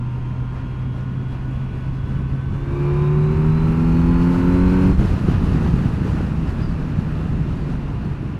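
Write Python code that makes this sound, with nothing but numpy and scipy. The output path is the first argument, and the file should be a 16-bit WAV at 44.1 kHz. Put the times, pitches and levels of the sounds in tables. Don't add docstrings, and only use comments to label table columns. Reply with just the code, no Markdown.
import sys
import numpy as np
from scipy import signal
from scipy.fft import rfft, irfft, next_fast_len
from scipy.io import wavfile
from scipy.ndimage import uniform_filter1d, map_coordinates

SR = 44100
rng = np.random.default_rng(int(sys.argv[2]) if len(sys.argv) > 2 else 0)


def bounce(signal):
    frames = np.transpose(np.atleast_2d(signal))
    limited = np.clip(frames, -1, 1)
    pcm = np.round(limited * 32767).astype(np.int16)
    wavfile.write(sys.argv[1], SR, pcm)


N = 369999
TIME = np.arange(N) / SR

OPEN_S, OPENING_S, SHUT_S, SHUTTING_S = 2.382, 0.43, 4.9, 0.072
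MID_SPEED_HZ = 150

# time in seconds, firing rate in Hz.
FIRING_RATE = [(0, 123), (1, 127.9), (2, 131.6), (2.5, 134.7), (3, 145.1), (4.5, 178.6), (4.92, 187.2),
               (6, 167.6), (7, 152.3), (7.5, 146.6), (8.4, 139.5)]
# multiple of the firing rate, level in dB.
BLOCK_HUM = [(2, -43), (4, -61), (5, -62), (6, -64), (7, -59), (10, -66)]
# frequency in Hz, gain in dB.
AIRBOX_IN_STEP = [(240, -23), (274, -20.5), (297, -43), (310, -31.5), (338, -27.5), (372, -28),
                  (425, -35.5), (450, -50.5), (545, -40.5), (630, -58)]
AIRBOX_IN_TURN = [(190, -57.5), (215, -44), (232, -25), (254, -20), (280, -23), (352, -19.5), (380, -24),
                  (420, -40), (465, -38), (620, -52)]
AIRBOX_RASP = [(150, -60), (260, -45), (380, -42), (500, -50), (615, -64), (700, -53), (780, -56),
               (870, -48.5), (925, -46), (975, -50), (1020, -44), (1070, -55), (1135, -48), (1230, -61),
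               (1400, -57), (1900, -64), (2600, -62), (3300, -76)]
MESH_MULTIPLES = [7.55, 8.3, 11.31, 25.5]
# cruising, pulling and coasting levels in dB, dB per octave of speed.
MESH_LEVELS = [(-53, -51.5, -64, 15), (-50, -47, -64, 3), (-52.5, -55.5, -62, 2.5),
               (-65.5, -62.5, -80, -3.5)]
# frequency in Hz, gain in dB.
CASING_FOR_MESH = [(920, 6.5), (980, -3), (1025, -1.5), (1100, -6), (1160, 2), (1250, -6.5), (1325, 2.5),
                   (1400, -2.5), (1525, 0.5), (1600, -4), (1790, -8), (1950, -1), (3100, -9), (3260, 1),
                   (3450, -1.5), (3560, -7), (3720, 1.5), (3870, -6.5), (4030, 3.5), (4180, -7), (4370, 5),
                   (4550, -9)]
CASING_FOR_OVERTONES = [(1800, -28), (2200, -21), (2330, -4), (2520, -15), (2850, -20), (3850, -20),
                        (4080, -4), (4250, -4), (4450, -16), (5900, -25), (6330, -12), (6550, -25),
                        (9500, -21)]
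# frequency in Hz, relative density in dB.
BUFFET_SPECTRUM = [(10, -14.5), (22, 0.5), (40, 1), (70, 3), (100, -2), (140, -8.5), (250, -28.5),
                   (600, -71.5)]
EDDY_SPECTRUM = [(50, -9.5), (100, 0), (150, 0), (210, -4), (270, -8.5), (360, -15), (450, -20), (600, -32),
                 (1500, -55)]
RUSH_SPECTRUM = [(200, -6), (450, 3.5), (650, 3), (950, 3), (1400, 1.5), (1800, -3), (2250, -10),
                 (2450, -6.5), (2850, -8), (3150, -14), (4200, -17.5), (6000, -28), (12000, -67.5)]
HISS_SPECTRUM = [(2000, -14), (4200, 3), (5200, 1.5), (6600, -1), (7800, -3.5), (8900, -6), (9900, -4.5),
                 (11500, -10.5), (13500, -12.5), (15700, -20.5)]
# level at mid speed in dB, dB per octave of speed, coasting change in dB.
BUFFET_FADER = (-25, 21.5, -2.9)
EDDY_FADER = (-27, 17.6, 3.2)
RUSH_FADER = (-42.5, 16.8, 2.07)
HISS_FADER = (-61, 24.3, 0)
# centre in seconds, half-width in seconds, level change in dB.
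RUSH_PUFFS = [(.58, .035, 4.5), (1.35, 0.027, 4), (2.95, 0.17, 3.5), (5.32, 0.041, 3), (5.65, .18, 1.5),
              (6.2, .03, 2), (6.61, 0.03, 3)]
BUFFET_GUSTS = [(2.15, .4, 3.5), (5.55, .25, 2.5), (7.55, 0.54, 4)]
WIND_LULLS = [(4.962, 0.022, -5), (5.19, .07, -1), (8.33, 0.22, -2)]
# centre in seconds, suction in dB, half-width in seconds.
VORTEX_THUMPS = [(4.995, -11, 0.0053), (5.012, -12, .002), (5.117, -9, 0.0047), (5.287, -7, 0.00096),
                 (5.322, -9, .0013), (5.491, -5.5, .0015), (5.741, -7.5, 0.0014), (5.778, -14, 0.0016),
                 (6.208, -13, 0.00075), (6.991, -6.5, .0016), (7.249, -13.5, 0.0018)]
# centre in seconds, half-width in seconds, pitch in Hz, level in dB.
EDGE_WHISTLES = [(6.49, .04, 4950, -64), (6.655, .065, 4780, -56.5), (7.62, .05, 4530, -64.5),
                 (8.04, .05, 4430, -64)]


def amp(db):
    return 10 ** (np.asarray(db) / 20)


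def unit(x):
    return x / np.sqrt(np.mean(x ** 2) + 1e-20)


def eq_gain(points, hz):
    point_hz, db = np.transpose(points)
    padded_hz = np.r_[point_hz[0] / 2, point_hz, point_hz[-1] * 2]
    return amp(np.interp(np.log(hz + 1e-3), np.log(padded_hz), np.r_[-120, db, -120]))


def wobble(rate):
    knots = rng.standard_normal(int(N * rate / SR) + 4)
    coarse = TIME[::32]
    return np.interp(TIME, coarse, map_coordinates(knots, [coarse * rate]))


def filtered(x, response):
    size = next_fast_len(N + SR // 2)
    return irfft(rfft(x, size) * response(np.fft.rfftfreq(size, 1 / SR)), size)[..., :N]


def noise(spectrum, patchy_db):
    bins = signal.stft(rng.standard_normal(N), nperseg=512)[2]
    patches = uniform_filter1d(rng.standard_normal(bins.shape), size=6, axis=0)
    patches = unit(uniform_filter1d(patches, size=10, axis=1))
    mottled = signal.istft(bins * amp(patchy_db * 2 * np.tanh(patches / 2)), nperseg=512)[1][:N]
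    return unit(filtered(mottled, lambda hz: eq_gain(spectrum, hz)))


def tone(turns):
    return np.sqrt(2) * np.sin(2 * np.pi * (turns + rng.random()))


def ramp(start_s, length_s):
    return np.clip((TIME - start_s) / length_s, 0, 1)


def swells(rows):
    return sum(db * np.exp(-((TIME - centre_s) / width_s) ** 2) for centre_s, width_s, db in rows)


def throttled(cruise_db, pull_db, coast_db, lag_s=0, swell_s=OPENING_S):
    opened, shut = ramp(OPEN_S + lag_s, swell_s), ramp(SHUT_S, SHUTTING_S)
    return (cruise_db + (pull_db - cruise_db) * opened) * (1 - shut) + coast_db * shut


def exhaust(turns):
    level_db = throttled(cruise_db=-26.5, pull_db=-17.5, coast_db=-29.5, lag_s=0.31, swell_s=.18)
    return amp(level_db + 1.3 * wobble(20)) * tone(turns)


def engine_block(turns):
    return sum(amp(db + 1.4 * wobble(3)) * tone(multiple * turns) for multiple, db in BLOCK_HUM)


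def airbox(firing_hz, turns, load_db):
    boom, rasp = np.zeros(N), np.zeros(N)
    uneven_turns = turns + .002 * wobble(120)
    imbalance = amp(0.46 * load_db)
    for harmonic in range(5, 80):
        multiple = harmonic / 4
        hz = firing_hz * multiple
        in_step = harmonic % 4 == 0
        if harmonic % 2 == 0 and harmonic <= 16:
            gain = eq_gain(AIRBOX_IN_STEP, hz) if in_step else imbalance * eq_gain(AIRBOX_IN_TURN, hz)
            boom += gain * tone(multiple * turns)
        else:
            accent_db = (4.5 if in_step else -1.5) + 2.2 * wobble(4)
            rasp += eq_gain(AIRBOX_RASP, hz) * amp(accent_db) * tone(multiple * uneven_turns)
    return amp(load_db) * (boom * amp(0.77 * wobble(25)) + rasp)


def gulps(turns, load_db):
    air = noise([(500, -15), (720, -13), (950, -3.5), (1400, 2), (2000, -21), (2700, -15),
                 (3500, -18.5), (7000, -33), (14000, -33.5)], patchy_db=2)
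    strokes = unit(amp(3.5 * tone(turns) + 4 * tone(turns / 4)))
    return amp(load_db - 46) * air * strokes


def gears(firing_hz, turns, octaves):
    out = np.zeros(N)
    for multiple, (*levels_db, db_per_octave) in zip(MESH_MULTIPLES, MESH_LEVELS):
        mesh_hz = multiple * firing_hz
        mesh_turns = multiple * (turns + .005 * wobble(45))
        whine = eq_gain(CASING_FOR_MESH, mesh_hz) * tone(mesh_turns)
        overtone = eq_gain(CASING_FOR_OVERTONES, 2 * mesh_hz) * tone(2 * mesh_turns)
        twist = .02 * multiple * amp(2 * wobble(9))
        sideband = twist * eq_gain(CASING_FOR_MESH, mesh_hz + firing_hz) * tone(mesh_turns + turns)
        flutter_db = 1.2 * wobble(8) + 2 * wobble(40)
        level_db = throttled(*levels_db) + db_per_octave * octaves + flutter_db
        out += amp(level_db) * (whine + overtone + sideband)
    return out


def engine(firing_hz, octaves):
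    load_db = throttled(cruise_db=-23, pull_db=-3, coast_db=-22.5) + 14 * octaves
    turns = np.cumsum(firing_hz) / SR + 0.007 * wobble(8)
    drone = exhaust(turns) + engine_block(turns)
    intake = airbox(firing_hz, turns, load_db) + gulps(turns, load_db)
    return drone + intake + gears(firing_hz, turns, octaves)


def wind(octaves):
    coasting = ramp(SHUT_S, SHUTTING_S)
    buffet_db, eddy_db, rush_db, hiss_db = [
        db + db_per_octave * octaves + coast_change_db * coasting
        for db, db_per_octave, coast_change_db in (BUFFET_FADER, EDDY_FADER, RUSH_FADER, HISS_FADER)]
    gustiness, puff_db = wobble(22), swells(RUSH_PUFFS)
    buffet, eddies = noise(BUFFET_SPECTRUM, patchy_db=0.45), noise(EDDY_SPECTRUM, patchy_db=1.9)
    pressure = unit(buffet + eddies)
    rumble = amp(buffet_db + swells(BUFFET_GUSTS) + wobble(7)) * buffet
    rumble += amp(eddy_db + 0.89 * gustiness) * eddies
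    flutter_db = .8 * gustiness - .55 * pressure
    rush = amp(rush_db + puff_db + flutter_db) * noise(RUSH_SPECTRUM, patchy_db=.7)
    hiss = amp(hiss_db + .5 * puff_db + .6 * wobble(20) + flutter_db) * noise(HISS_SPECTRUM, patchy_db=1)
    return amp(swells(WIND_LULLS)) * (rumble + rush + hiss)


def tyres():
    road = noise([(150, -12.5), (200, -3.5), (260, 2), (320, -12), (450, -23.5), (700, -28),
                  (1000, -19), (1500, -29.5), (2700, -25), (4000, -44)], patchy_db=1)
    return amp(-41 + 0.82 * wobble(5)) * road


def vortices():
    out = np.zeros(N)
    for centre_s, db, width_s in VORTEX_THUMPS:
        offset = (TIME - centre_s) / width_s
        out -= amp(db) * (1 - offset ** 2) * np.exp(-offset ** 2 / 2)
    return out


def whistles():
    out = np.zeros(N)
    for centre_s, width_s, hz, db in EDGE_WHISTLES:
        offset = (TIME - centre_s) / width_s
        pitch_hz = hz * (1 - .055 * np.tanh(offset) + .026 * wobble(900))
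        envelope = amp(db + 3.3 * wobble(90)) * np.exp(-offset ** 2)
        out += envelope * tone(np.cumsum(pitch_hz) / SR)
    return out


def scene():
    firing_hz = np.interp(TIME, *np.transpose(FIRING_RATE))
    octaves = np.log2(firing_hz / MID_SPEED_HZ)
    mono = engine(firing_hz, octaves) + wind(octaves) + vortices() + whistles() + tyres()
    return np.array([mono, mono])


def record(dry):
    bass = filtered(dry, lambda hz: hz < 345)
    leaning = dry + bass * np.array([[-.02], [.02]])
    return filtered(leaning, lambda hz: hz < 15700)


dry = scene()
out = record(dry)
bounce(out)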